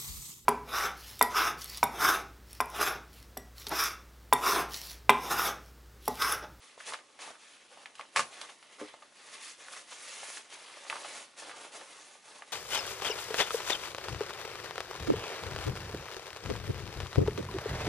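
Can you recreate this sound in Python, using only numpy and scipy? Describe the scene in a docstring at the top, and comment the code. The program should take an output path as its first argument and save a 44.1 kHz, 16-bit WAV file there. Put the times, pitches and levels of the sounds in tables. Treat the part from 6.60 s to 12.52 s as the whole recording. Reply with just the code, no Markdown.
"""Picking apart a sailcloth seam

Stiff sailcloth is worked with a seam ripper on a wooden table, close to a camera microphone in a small room.
Random grains, coloured by band, make the weave hiss, the panels crumple and the creases crackle.
Short damped swings make the pops of creases flipping over and the loud, short rip of stitches parting.
The rip and a hand coming down softly after it excite decaying cosines, the modes of the table."""
import sys
import numpy as np
from scipy import signal
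from scipy.fft import rfft, irfft
from scipy.io import wavfile
from scipy.ndimage import map_coordinates

SR = 44100
rng = np.random.default_rng(int(sys.argv[2]) if len(sys.argv) > 2 else 0)


def store_pcm(level_fs):
    """Save levels as 16-bit WAV."""
    pcm = np.round(np.clip(level_fs, -1, 1) * 32767).astype(np.int16)
    wavfile.write(sys.argv[1], SR, np.atleast_2d(pcm).T)


N = 261072
TIME = np.arange(N) / SR
PRE_S = 1 / 1000  # a crack's waveform begins this long before its centre


def undb(db):
    """Decibels to amplitude ratio."""
    return 10 ** (np.asarray(db) / 20)


def unit(x):
    """Scale to an RMS of 1."""
    return x / np.sqrt(np.mean(x ** 2))


def add(track, s, sound):
    """Mix a sound in from time s, or from the start if s is negative."""
    i = max(int(s * SR), 0)
    track[i:i + len(sound)] += sound[:len(track) - i]


def colour(x, points, size=2048):
    """Minimum-phase filter that follows a (Hz, dB) spectrum, built by folding its cepstrum."""
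    hz, db = np.transpose(points)
    log_hz = np.log(np.fft.rfftfreq(size, 1 / SR) + 1)
    log_gain = np.log(undb(np.interp(log_hz, np.log(hz), db)))
    cepstrum = irfft(log_gain)[:size // 2]
    cepstrum[1:] *= 2
    response = irfft(np.exp(rfft(cepstrum, size)))
    return signal.fftconvolve(x, response)[:len(x)]


def band(x, hz, q):
    """One resonance; a low q makes it broad."""
    return signal.lfilter(*signal.iirpeak(min(hz, SR / 4), max(q, .5), fs=SR), x)


def fade(t, t60):
    """Exponential decay that falls 60 dB in t60 seconds."""
    return np.exp(-np.log(1000) * t / t60)


def walk(rate):
    """Random wander: straight lines between normal draws, rate draws per second."""
    steps = rng.standard_normal(N // 20)
    return np.interp(TIME * rate, np.arange(len(steps)), steps)


def grains(rate, spread_db):
    """Tiny slips at random moments, rate per second; a wider spread makes a few much larger."""
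    sizes = undb(spread_db * np.minimum(rng.exponential(size=N), 4))
    happens = rng.random(N) < rate / SR
    return unit(happens * rng.choice([-1, 1], N) * sizes)


def room_tone():
    """Steady air of the small room: noise coloured to a fixed spectrum."""
    # spectrum of the air: f/Hz, relative level/dB
    tone_spectrum = [(25, -29), (60, -13.5), (120, -11), (280, 2), (500, -2), (1500, -11), (4000, -8.5),
                     (11000, -17.5)]
    return undb(-68.5) * unit(colour(rng.standard_normal(N), tone_spectrum))


def room(x, t60, treble_t60):
    """Dense reflections from the table and near walls; the treble dies first."""
    t = TIME[:SR // 2]
    noise = rng.standard_normal(len(t))
    low = signal.sosfilt(signal.butter(1, 2500, fs=SR, output="sos"), noise)
    tail = low * fade(t, t60) + (noise - low) * fade(t, treble_t60)
    tail = tail * np.minimum(t / 0.0024, 1)  # the reflections build up over 2.4 ms
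    return signal.fftconvolve(x, tail / np.sqrt(np.sum(tail ** 2)))[:N]


def table(push):
    """The table top under the taut cloth rings in its modes."""
    # modes of the wood: f/Hz, level/dB, t60/s
    table_modes = [(99, -24.5, 0.34), (142, -15, 0.18), (232.4, -14, 0.23), (302, -14.5, 0.097),
                   (426, -13.5, 0.097), (515, -18, 0.16), (561, -8, 0.057), (696, -31, 0.19),
                   (900, -4, 0.053), (1087, 2.5, 0.052), (1181, -3, 0.077), (1289, -48, .08),
                   (1697, -9, .09), (1930, -30, 0.046), (2920, -21, 0.095)]
    t = TIME[:SR // 2]
    ring = sum(undb(db) * fade(t, t60) * np.cos(2 * np.pi * hz * t) for hz, db, t60 in table_modes)
    return signal.fftconvolve(push, ring)[:N]


def hand(low_hz, soft_hz, gain_db):
    """Soft flesh, set down lightly, wakes mainly the table's low-middle modes."""
    # touches as the hand settles: t/s, relative level/dB
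    presses = [(2.2141, -32.5), (2.2219, -38), (2.2245, -33.5)]
    push = np.zeros(N)
    for s, db in presses:
        add(push, s, undb([db + gain_db]))
    soft_band = signal.butter(2, [low_hz, soft_hz], "bandpass", fs=SR, output="sos")
    return table(signal.sosfilt(soft_band, push))


def handling():
    """Levels in dB of bending, creasing and sliding: each stroke starts, swells or eases, and dies away."""
    # pushes and pulls of the cloth: start t/s, length/s, effort level/dB, swell over the stroke/dB,
    # hiss against effort/dB, bending against effort/dB
    strokes = [(-0.02, 0.16, -60.5, -11, -2.5, -22), (0.174, 0.061, -52, -0.5, -3.5, -21),
               (0.248, 0.043, -46, 3, 1, -5), (0.587, 0.046, -48, 2.5, -3, -8.5),
               (0.65, 0.053, -52.5, -4, -2.5, -0.5), (0.782, 0.29, -60, -12, -4.5, -20),
               (1.092, 0.13, -60.5, 3, -4, -3.5), (1.371, 0.02, -51, -1.5, -5, -6),
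               (1.513, 0.17, -59, 0.5, -0.5, 1), (1.701, 0.15, -51.5, 0.5, -2.5, -6),
               (1.87, 0.026, -55.5, 1.5, -0.5, -3), (2.02, 0.14, -62, 6.5, -4.5, -8),
               (2.176, 0.033, -49.5, 2, -5.5, 0.5), (2.232, 0.065, -53, -1, -5.5, -12),
               (2.526, 0.2, -57.5, 6.5, -1.5, -6.5), (2.713, 0.032, -47.5, 0, -2.5, -12),
               (2.778, 0.11, -51, 5.5, 1.5, -15.5), (2.965, 0.14, -56, 1, -1, -6.5),
               (3.084, 0.092, -53, 6, 2.5, -7), (3.249, 0.53, -50, 3.5, 1, -10),
               (3.876, 0.063, -52.5, 10, -3, -7), (3.955, 0.39, -53.5, 2.5, -3, -6.5),
               (4.26, 0.34, -50.5, 3.5, 0.5, -3), (4.756, 0.039, -51.5, 7, 0.5, -4),
               (4.809, 0.11, -52, -1.5, -3, 0.5), (4.93, 0.12, -54.5, 4, 0.5, 1.5),
               (5.109, 0.13, -53, -5, 0.5, 0.5), (5.249, 0.3, -57.5, -6, 0, -5.5),
               (5.621, 0.16, -58.5, 2.5, 0, -0.5), (5.855, 0.053, -56.5, -4, -2.5, -3)]
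    # cloth merely held: bending level/dB, creasing level/dB, sliding level/dB
    resting_db = (-68.5, -65.5, -67)
    attack_s, attack_share = 0.024, 0.088  # plus a share of the length: long pulls start gently
    release_db_per_s = 202  # every stroke comes to rest alike
    power = np.outer(undb(resting_db) ** 2, np.ones(N))
    for s, length, effort_db, swell_db, hiss_db, bend_db in strokes:
        t = TIME[:int(length * SR) + SR // 2]
        swell = swell_db * (np.minimum(t / length, 1) - .5)
        release = release_db_per_s * np.maximum(t - length, 0)
        attack = np.minimum(t / (attack_s + attack_share * length), 1)
        stroke = attack * undb(effort_db + swell - release)
        for layer, share_db in zip(power, (bend_db, 0, hiss_db)):
            add(layer, s, (stroke * undb(share_db)) ** 2)
    return 10 * np.log10(power)


def rub(x, drift_db, rate):
    """The patch in contact keeps changing, so the colour of the rubbing shifts band by band."""
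    out = 0
    for hz in np.geomspace(600, 10000, 8):
        out = out + band(x, hz, q=6.9) * (undb(drift_db * walk(rate)) - 1)
    return x + out


def cloth(bend_db, crease_db, slide_db):
    """Broad panels crumple low, creases crackle higher, and the weave hisses over hand and table."""
    # crumpling panels: f/Hz, relative level/dB
    bend_spectrum = [(30, -31), (70, -28), (130, -17), (220, -15), (300, -1), (500, 1.5), (590, 3),
                     (790, 2), (885, -0.5), (1010, -3.5), (1200, -3.5), (1500, 1), (2200, -23.5),
                     (5000, -18)]
    # crackling creases: f/Hz, relative level/dB
    crease_spectrum = [(400, -28.5), (1100, -0.5), (1600, -2.5), (2000, 3), (2700, 1), (3600, -0.5),
                       (5000, -7), (9000, -29)]
    # hissing weave: f/Hz, relative level/dB
    slide_spectrum = [(800, -51), (2500, -5), (4500, 1), (5400, 1.5), (6400, 3), (7500, 0), (10000, 1.5),
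                      (11000, -3.5)]
    grip_db = walk(70)  # the cloth catches and lets go
    bend = unit(colour(grains(rate=1100, spread_db=2.0), bend_spectrum)) * undb(bend_db)
    crease = unit(colour(grains(rate=3000, spread_db=1.0), crease_spectrum)) * undb(crease_db - 1.0)
    slide = unit(colour(grains(rate=4300, spread_db=1.5), slide_spectrum)) * undb(slide_db + 1.0)
    return rub((bend + crease + slide) * undb(grip_db), drift_db=2.2, rate=35)


def bounce(x, sway, echo_db):
    """Raised folds throw back faint early echoes; their paths shift as the sheet moves, rippling its colour."""
    # extra travel time of each fold's echo: t/s, around which it sways
    fold_lags = [0.00115, .0029, .0047]
    out = x
    for k, lag_s in enumerate(fold_lags):
        delay = lag_s * (1 + sway * walk(4))
        echo = map_coordinates(x, [(TIME - delay) * SR], order=3)
        out = out + (-1) ** k * undb(echo_db) * echo
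    return out / np.sqrt(1 + len(fold_lags) * undb(echo_db) ** 2)


def crack(hz, cycles, edge):
    """A patch of cloth flips: a steep swing that dies within a few cycles; cycles and edge set fall and rise."""
    t = TIME[:SR // 20] - PRE_S
    rise = np.exp(np.minimum(t, 0) * hz / edge)
    fall = np.exp(-np.abs(t) * hz / cycles)
    swing = np.where(t < 0, rise, fall)
    # a small patch radiates its speed, so there is hardly any bass
    speed = np.gradient(swing * np.sin(2 * np.pi * hz * t))
    return speed / np.max(speed)


def small_pops(bend_db):
    """Lesser creases flip at random moments, the louder the harder the cloth is bent."""
    pops_per_s, centre_hz, spread_octaves = 9.9, 1060, 0.38
    # crack and shiver against the bending level, ahead of the trims in pops(); random scatter either way
    small_crack_db, small_shiver_db, scatter_db = 13, 1.5, 5.5
    chance = rng.random((int(pops_per_s * N / SR), 3))
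    rows = []
    for when, size, pitch in chance:
        i = int(when * N)
        db = bend_db[i] + scatter_db * (2 * size - 1)
        hz = centre_hz * 2 ** (spread_octaves * (2 * pitch - 1))
        rows.append((TIME[i], db + small_crack_db, hz, db + small_shiver_db))
    return rows


def pops(bend_db, crack_db, flutter_db, flutter_t60):
    """Each crease or ticking thread cracks, and the sheet around it shivers for a moment."""
    # creases flipping and threads ticking: t/s, relative peak level/dB, f/Hz, relative shiver level/dB
    big_pops = [(0.1786, -36.5, 600, -51), (0.2039, -32, 1710, -51), (0.2079, -28, 1540, -52),
                (0.3229, -28, 1100, -43.5), (0.3353, -31, 2880, -34), (0.3432, -24.5, 1290, -44),
                (0.3886, -43, 1220, -48), (0.5904, -41, 2080, -46.5), (0.7067, -35, 627, -58),
                (1.174, -39, 840, -52), (1.2586, -24.5, 2050, -45), (1.3535, -45, 5300, -49.5),
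                (1.3964, -24.5, 1060, -42), (1.4108, -26, 2140, -45), (1.8139, -31, 4340, -39),
                (1.8927, -43, 1410, -47.5), (2.0274, -41, 2570, -52), (2.3413, -33.5, 780, -51),
                (2.4224, -47, 1337, -48.5), (3.0843, -31, 1540, -48), (3.1373, -32, 1300, -58),
                (3.1665, -33.5, 1290, -53), (3.321, -36, 1010, -44.5), (3.632, -35, 800, -47),
                (3.7719, -29, 1960, -46.5), (4.1722, -37, 796, -48), (4.2997, -14.5, 2210, -32.5),
                (4.3278, -20.5, 1240, -36.5), (4.357, -30, 1190, -45), (4.367, -27, 1180, -49),
                (4.4462, -35, 1160, -39), (4.895, -37, 1780, -45), (4.9141, -30, 1500, -45),
                (5.8223, -28, 1640, -46)]
    # shivering sheet: f/Hz, relative level/dB
    flutter_spectrum = [(60, -34), (250, -9.5), (600, 16), (1200, 10), (3000, 6), (6000, -2.5), (11000, 2)]
    out, t = np.zeros(N), TIME[:SR // 6]
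    decay = fade(t, flutter_t60) + undb(-7.0) * fade(t, 0.14)
    for s, db, hz, shiver_db in big_pops + small_pops(bend_db):
        shiver = unit(colour(band(rng.standard_normal(len(t)), hz, q=0.8), flutter_spectrum))
        add(out, s - PRE_S, undb(db + crack_db) * crack(hz, cycles=0.52, edge=0.81))
        add(out, s, undb(shiver_db + flutter_db) * shiver * decay)
    return out


def rip(tear_t60, tug_hz):
    """Stitches part in quick succession; each cracks, drags thread through the holes and tugs at the table."""
    # stitches giving way: t/s, crack peak level/dB, f/Hz, relative level of tearing fibres/dB,
    # relative level of the tug on the table/dB
    stitches = [(1.5556, -38, 1000, -47, -56), (1.56, -28, 2400, -31.5, -57),
                (1.5616, -11, 1630, -27.5, -26), (1.5647, -17, 4160, -34, -56),
                (1.5726, -11, 2090, -30.5, -39), (1.58, -24, 2430, -31.5, -47),
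                (1.594, -15, 5170, -30, -24), (1.622, -44, 1900, -45, -47)]
    # tearing fibres: f/Hz, relative level/dB
    tear_spectrum = [(60, -30), (100, -8), (260, -18.5), (340, -32), (440, -9), (700, -2), (1000, 1),
                     (1900, -1), (2800, -1.5), (3500, -8.5), (4000, -4.5), (5500, -7), (8000, -8.5),
                     (11000, -12.5)]
    cracks, tear_power, tugs = np.zeros((3, N))
    for s, crack_db, hz, tear_db, tug_db in stitches:
        add(cracks, s - PRE_S, undb(crack_db) * crack(hz, cycles=0.64, edge=0.34))
        add(tear_power, s, (undb(tear_db + 0.5) * fade(TIME[:SR // 2], tear_t60)) ** 2)
        add(tugs, s, undb([tug_db - 0.5]))
    fibres = unit(colour(grains(rate=6000, spread_db=0.0), tear_spectrum))
    # the cloth cushions each tug before it reaches the wood
    knock = table(band(tugs, tug_hz, q=0.61))
    return cracks + np.sqrt(tear_power) * fibres + knock


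def scene():
    """The work is straight ahead of the microphone; reflections and room tone spread to the sides."""
    # side against middle for the sheet's reflections: f/Hz, level/dB
    sheet_width = [(60, -8), (300, -18), (1100, -12), (11000, -11.5)]
    # side against middle for the knocks' reflections: f/Hz, level/dB
    knock_width = [(100, -13), (350, -26), (1000, -19), (2000, -16.5), (4000, -10.5)]
    bend_db, crease_db, slide_db = handling()
    sheet = bounce(cloth(bend_db, crease_db, slide_db), sway=0.132, echo_db=-18)
    ticks = pops(bend_db, crack_db=-3.0, flutter_db=0.5, flutter_t60=0.021)
    # sheet and ticks leak a little into the table
    leak = undb(-49.5)
    sheet = sheet + leak * table(sheet)
    ticks = ticks + leak * table(ticks)
    knocks = ticks + rip(tear_t60=0.14, tug_hz=1200) + hand(low_hz=257, soft_hz=496, gain_db=8.5)
    near = sheet + knocks
    mid = near + undb(-16) * room(near, t60=0.24, treble_t60=0.17) + room_tone()
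    wide = colour(sheet, sheet_width) + colour(knocks, knock_width)
    side = room(wide, t60=0.2, treble_t60=0.1) + undb(-7.5) * room_tone()
    left = undb(-0.13) * (mid + side)
    right = mid - side
    return np.array([left, right])


def record(dry):
    """The camera microphone thins out the deepest bass and keeps next to nothing above its cut-off."""
    top_hz = 11050
    thin = signal.sosfilt(signal.butter(2, 55, "highpass", fs=SR, output="sos"), dry)
    return signal.sosfilt(signal.ellip(12, .1, 80, top_hz, fs=SR, output="sos"), thin)


dry = scene()
out = record(dry)
store_pcm(out)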